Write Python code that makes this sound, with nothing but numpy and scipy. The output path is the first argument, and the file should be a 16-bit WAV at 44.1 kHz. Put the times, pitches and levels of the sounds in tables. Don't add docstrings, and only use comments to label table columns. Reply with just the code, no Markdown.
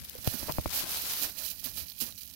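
import sys
import numpy as np
from scipy import signal
from scipy.fft import rfft, irfft, next_fast_len
from scipy.io import wavfile

SR = 44100
rng = np.random.default_rng(int(sys.argv[2]) if len(sys.argv) > 2 else 0)


def unload_audio(sound):
    columns = np.transpose(np.atleast_2d(sound))
    steps = np.round(np.clip(columns, -1, 1) * 32767)
    wavfile.write(sys.argv[1], SR, steps.astype(np.int16))


N = 103635
T = np.arange(N) / SR

# (time [s], relative level [dB])
SQUEEZE_ENVELOPE = [(0, -55), (.02, -54), (.18, -48), (.238, -40), (.275, -33.5), (.479, -39), (.535, -39),
                    (.70, -47), (.732, -39), (.744, -32), (.798, -29), (.85, -44), (.91, -32),
                    (.998, -36.5), (1.19, -34), (1.24, -26.5), (1.265, -35.5), (1.325, -48), (1.39, -34),
                    (1.425, -36), (1.465, -32), (1.51, -35.5), (1.548, -43.5), (1.636, -44), (1.645, -30.5),
                    (1.70, -39.5), (1.72, -44.5), (1.767, -39.5), (1.773, -31), (1.805, -33.5),
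                    (1.852, -46.5), (1.908, -43.5), (1.945, -48), (2.001, -42), (2.005, -30), (2.02, -28.5),
                    (2.045, -35), (2.09, -38.5), (2.135, -51.5), (2.165, -50), (2.177, -42.5), (2.215, -41),
                    (2.255, -48.5), (2.35, -49)]
# (time [s], level [dB], side [0 left, 1 right])
FILM_SNAPS = [(0.044, -35, 0), (.096, -30.5, 0), (.151, -37, 0), (0.276, -35, 0), (0.274, -22.5, 1),
              (.513, -33, 0), (0.702, -47, 0), (0.048, -33, 1), (0.245, -29, 1), (0.521, -24.5, 1),
              (.893, -30, 1), (1.135, -24, 1), (1.233, -20.5, 1), (1.642, -26.5, 1), (1.661, -27, 1),
              (1.773, -39, 1), (1.898, -38, 1), (1.962, -42, 1), (2.0022, -28, 1), (2.0091, -25, 1),
              (2.124, -40, 1), (2.189, -48, 1), (2.232, -35.5, 1), (2.275, -36.5, 1), (2.299, -36.5, 1),
              (2.312, -40.5, 1), (2.337, -39, 1)]
# (time [s], relative level [dB])
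RUB_ENVELOPE = [(0.0, -45), (0.112, -43.5), (0.216, -55), (0.319, -48.5), (0.399, -56), (0.407, -50),
                (0.455, -47), (0.471, -47.2), (0.511, -39), (0.527, -50), (0.694, -40), (0.702, -39),
                (0.734, -36.5), (0.822, -36), (0.854, -41), (0.958, -36.5), (1.014, -42), (1.094, -36.5),
                (1.293, -44), (1.329, -24)]
# (time [s], left thump pitch [Hz], left thump level [dB], right thump pitch [Hz],
# right thump level [dB], tap level [dB], tap pan as left minus right [dB], contact time [s])
BOWL_KNOCKS = [(0.185, 113, -43, 101, -35, -50, 0, 0.0039), (.2736, 112, -13.3, 104, -15.5, -27, 14, .0008),
               (0.4296, 113, -28.5, 109, -36, -24.5, 4, 0.0013),
               (0.4949, 135, -20.5, 147, -28.5, -22, 3.5, 0.00068),
               (.5843, 104, -16.5, 78, -17.5, -17.5, 2.5, .00066),
               (.597, 75, -35, 75, -42, -26, -13, 0.0016), (.6588, 149, -25, 74, -20, -19.5, 4, .0004),
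               (.84, 190, -49, 190, -52, -34, 16, 0.0017), (1.038, 154, -43, 154, -36.5, -36, -18, .003)]
# (pitch [Hz], left gain [dB], right gain [dB], t60 [s])
DAMPED_MODES = [(347, -8.5, -22, .027), (625, -11.5, -6, 0.02), (874, -1.5, -12, 0.0062),
                (1050, -3, -13, 0.0088), (2210, -6, -15, .005)]
# (time [s], level [dB])
SQUELCH_ENVELOPE = [(0, -74), (.12, -68), (.17, -51.5), (.22, -57), (.26, -44), (.42, -44), (.55, -53.5),
                    (.70, -60), (.78, -47.5), (.90, -47), (1.15, -63), (1.25, -40), (1.35, -54.5),
                    (1.45, -44.5), (1.60, -67.5), (1.67, -40), (1.74, -62), (1.80, -45), (1.87, -64),
                    (1.99, -68), (2.015, -44.5), (2.08, -49), (2.14, -67.5), (2.35, -65.5)]
# (time [s], pitch [Hz], level [dB], t60 [s], attack [s], pitch rise [Hz/s])
AIR_POCKETS = [(.150, 497, -32, 0.068, 0.0015, 3), (.337, 223.5, -14, 0.052, 0.0084, 1100),
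               (1.657, 237, -33, 0.075, 0.0023, 400), (1.701, 130, -37, 0.11, .004, 100),
               (2.020, 226, -31, 0.087, 0.0021, 400), (2.022, 480, -35, 0.029, 0.0009, 0),
               (2.092, 1150, -48, 0.019, .001, 0)]
# (time [s], pitch [Hz], level [dB])
STICKY_CLICKS = [(.2745, 2900, -31), (1.883, 4800, -37), (1.899, 4600, -37), (1.9185, 4400, -35),
                 (2.1235, 3800, -40), (2.178, 4500, -41), (2.338, 4800, -44)]
# (peak time [s], half length [s], left level [dB], right level [dB])
PASTE_SQUIRTS = [(0.499, 0.01, -32, -37.5), (1.677, 0.01, -75, -49)]
# (time [s], relative left level [dB], relative right level [dB])
HANDLING_ENVELOPE = [(0, -39, -44.5), (.1, -55, -55), (.24, -49.5, -46), (.36, -57, -44), (.45, -40, -49),
                     (.62, -43, -50), (.75, -45, -55), (1.28, -49.5, -50.5), (1.35, -64, -51.5),
                     (1.50, -51, -54), (1.64, -52, -49), (1.71, -49.5, -45.5), (1.83, -42, -58),
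                     (1.88, -62, -51.5), (1.99, -57, -54), (2.04, -53, -48), (2.17, -49, -55.5),
                     (2.23, -76, -52), (2.35, -69, -51)]

# (frequency [Hz], relative gain [dB])
CRINKLE_EQ = [(300, -58), (1100, -24.5), (2100, -14.5), (2900, -5), (4000, -4.5), (5600, -3.5), (8300, -10),
              (11000, -3.5), (13000, 1), (15500, -3.5)]
SNAP_EQ = [(300, -18), (1100, -29), (2100, -12.5), (3000, -2), (4800, 1), (8300, -4.5), (12000, 4),
           (15500, 5)]
CRACKLE_EQ = [(300, -5), (1100, -11.5), (2200, -4.5), (3300, -5), (4800, -4), (8300, -10), (12000, -3),
              (15500, -10)]
RASP_EQ = [(200, -9), (350, -3), (650, -1), (950, 0.8), (2000, -2), (3200, 1), (4400, 2.5), (6000, -0.5),
           (8300, -3.5), (12000, 0.5), (15500, -3)]
SQUELCH_EQ = [(60, 2.5), (150, -6), (230, 2.5), (310, 2), (400, -5.5), (600, 0.5), (800, -3), (1100, -6.5),
              (1800, -3.5), (3000, -17)]
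SQUIRT_EQ = [(60, -10), (140, -10), (450, 4), (680, 7.5), (1250, 3), (1500, -11), (2500, -7), (5000, -44)]
RUMBLE_EQ = [(20, -17), (42, 2.5), (70, 8.5), (110, -1.5), (190, 0.5), (280, -5.5), (420, -27.5),
             (580, -17.5), (950, -46), (2000, -50)]
HISS_EQ = [(30, 16), (200, 17.5), (900, 4), (2000, 1.5), (3800, 11), (6000, -3), (9000, -8), (12000, 9),
           (15500, 4)]

CRINKLE_DB, CRACKLE_DB, RASP_DB, RUMBLE_DB, HISS_DB = 0.5, -1, 3, -5.5, -70
HIGH_CUT_HZ = 15800


def glove_crinkle():
    mean_squeeze_db = -36.5
    squeeze_db = envelope(SQUEEZE_ENVELOPE)
    effort = from_db(squeeze_db - mean_squeeze_db)
    clump_db = 1.5 / np.maximum(effort, .5) ** .41
    creases = grains(4500 * effort, spread_db=.5, t60=.0011, clump_db=clump_db, clump_hz=38, noise_db=-3)
    crinkle = from_db(CRINKLE_DB + squeeze_db) * equalise(creases, CRINKLE_EQ)
    return crinkle + bowl_reflections(crinkle, db=-6.5, t60=.035)


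def bowl_reflections(sound, db, t60):
    age = T[:SR // 10]
    tail = rng.standard_normal(len(age)) * from_db(-60 * age / t60)
    tail *= from_db(db) / np.sqrt(np.sum(tail ** 2))
    return signal.fftconvolve(sound, tail)[:N]


def film_snaps():
    level = np.zeros((2, N))
    for start, db, side in FILM_SNAPS:
        level[int(side)] += from_db(db) * burst(start, attack_s=.0009)
    return np.array([equalise(noise, SNAP_EQ) for noise in level * rng.standard_normal((2, N))])


def rubbing():
    firm_s, crossfade_s, stop_s, release_s = .695, .012, 1.297, .004
    light_grains = grains(2200, spread_db=2, t60=.0031, clump_db=3.5, clump_hz=120, noise_db=8)
    firm_grains = grains(12000, spread_db=3, t60=.00056, clump_db=1.45, clump_hz=160, noise_db=0)
    crackle = from_db(CRACKLE_DB) * equalise(light_grains, CRACKLE_EQ)
    rasp = from_db(RASP_DB) * equalise(firm_grains, RASP_EQ)
    firmness = np.clip((T - firm_s) / crossfade_s, 0, 1)
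    release = np.exp(-np.maximum(T - stop_s, 0) / release_s)
    return from_db(envelope(RUB_ENVELOPE)) * ((1 - firmness) * crackle + firmness * rasp) * release


def bowl_knocks():
    thump_lag_s, right_lag_s = .00032, .00166
    taps, out = np.zeros((2, 2, N))
    for start, left_hz, left_db, right_hz, right_db, tap_db, pan_db, contact_s in BOWL_KNOCKS:
        out[0] += thump(start + thump_lag_s, left_hz, left_db)
        out[1] += thump(start + thump_lag_s + right_lag_s, right_hz, right_db)
        taps += from_db([[tap_db + pan_db / 2], [tap_db - pan_db / 2]]) * contact(start, contact_s)
    for hz, left_db, right_db, t60 in DAMPED_MODES:
        out += from_db([[left_db], [right_db]]) * ring(taps, hz, t60)
    return out


def thump(start, hz, db):
    decay_cycles, drop_cycles, drop_s = 5.2, .4, .0005
    age = np.clip(T - start, 0, .5)
    cycles = hz * age + drop_cycles * (1 - np.exp(-age / drop_s))
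    return -from_db(db - 60 * hz * age / decay_cycles) * np.sin(2 * np.pi * cycles)


def contact(start, contact_s):
    progress = np.clip((T - start) / contact_s, 0, 10)
    force = progress * np.exp(-2 * np.pi * progress)
    return force / force.sum()


def paste_squelch():
    bursts = grains(4000, spread_db=1.5, t60=.00084, clump_db=2.5, clump_hz=24.5, noise_db=-6)
    return from_db(envelope(SQUELCH_ENVELOPE)) * equalise(bursts, SQUELCH_EQ)


def air_plops():
    out = np.zeros(N)
    for start, hz, db, t60, attack_s, rise_hz_per_s in AIR_POCKETS:
        age = np.clip(T - start, 0, .5)
        level = from_db(db - 60 * age / t60) * (1 - np.exp(-age / attack_s))
        cycles = (hz + rise_hz_per_s * age / 2) * age
        out += level * np.sin(2 * np.pi * cycles)
    return out * (1 + .45 * drift(hz=120))


def sticky_clicks():
    t60 = .0018
    out = np.zeros(N)
    for start, hz, db in STICKY_CLICKS:
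        band = ring(ring(rng.standard_normal(N), hz, t60), hz, t60)
        out += from_db(db) * burst(start, attack_s=.001) * unit_rms(band)
    return out


def paste_squirts():
    swells, out = np.zeros((2, 2, N))
    for peak_s, half_s, left_db, right_db in PASTE_SQUIRTS:
        swells += from_db([[left_db], [right_db]]) * np.exp(-.5 * ((T - peak_s) / half_s) ** 2)
    for side in range(2):
        bursts = grains(11000, spread_db=4, t60=.0014, clump_db=4, clump_hz=110, noise_db=5.5)
        out[side] = swells[side] * equalise(bursts, SQUIRT_EQ)
    return out


def rumble_and_hiss():
    times, *side_levels = np.transpose(HANDLING_ENVELOPE)
    sides = []
    for db in side_levels:
        handling = from_db(RUMBLE_DB + np.interp(T, times, db))
        rumble = handling * equalise(rng.standard_normal(N), RUMBLE_EQ)
        hiss = from_db(HISS_DB) * equalise(rng.standard_normal(N), HISS_EQ)
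        sides.append(rumble + hiss)
    return np.array(sides)


def grains(per_s, spread_db, t60, clump_db, clump_hz, noise_db, pitches=16):
    sizes = from_db(spread_db * np.minimum(rng.exponential(1, N), 4)) * rng.choice([-1, 1], N)
    clicks = sizes * (rng.random(N) < per_s / SR) / np.sqrt(per_s)
    band = rng.integers(0, pitches, N)
    rings = sum(ring(clicks * (band == k), (k + .5) * SR / 2 / pitches, t60) for k in range(pitches))
    texture = unit_rms(rings) + from_db(noise_db) * rng.standard_normal(N)
    return unit_rms(texture * from_db(clump_db * drift(clump_hz)))


def ring(x, hz, t60):
    r, w = from_db(-60 / (t60 * SR)), 2 * np.pi * hz / SR
    return signal.lfilter([0, np.sin(w)], [1, -2 * r * np.cos(w), r * r], x + 1e-18)


def equalise(x, curve):
    size = 2 * next_fast_len(N // 2 + SR // 10)
    freqs = np.arange(size // 2 + 1) * SR / size
    hz, db = np.transpose(curve)
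    gain = from_db(np.interp(np.log(freqs + 1), np.log(hz), db))
    gain /= np.sqrt(np.mean(gain ** 2 * (freqs < HIGH_CUT_HZ)))
    cepstrum = irfft(np.log(gain))
    cepstrum[1:size // 2] *= 2
    cepstrum[size // 2 + 1:] = 0
    return irfft(rfft(x, size) * np.exp(rfft(cepstrum)))[:N]


def drift(hz):
    pole = np.exp(-20 * np.pi * hz / SR)
    noise = rng.standard_normal(N // 10 + 2002)
    slow = signal.lfilter([1], [1, -2 * pole, pole * pole], noise)[2000:]
    return np.interp(np.arange(N) / 10, np.arange(len(slow)), unit_rms(slow))


def burst(start, attack_s):
    progress = np.clip((T - start) / attack_s, 0, 50)
    return progress * np.exp(1 - progress)


def envelope(points):
    return np.interp(T, *np.transpose(points))


def from_db(db):
    return 10 ** (np.asarray(db) / 20)


def unit_rms(x):
    return x / np.sqrt(np.mean(x ** 2) + 1e-20)


def scene():
    left = rubbing()
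    right = glove_crinkle() + paste_squelch() + air_plops() + sticky_clicks()
    return np.array([left, right]) + film_snaps() + bowl_knocks() + paste_squirts() + rumble_and_hiss()


def record(dry):
    return signal.sosfilt(signal.ellip(12, .1, 80, HIGH_CUT_HZ, fs=SR, output="sos"), dry)


dry = scene()
out = record(dry)
unload_audio(out)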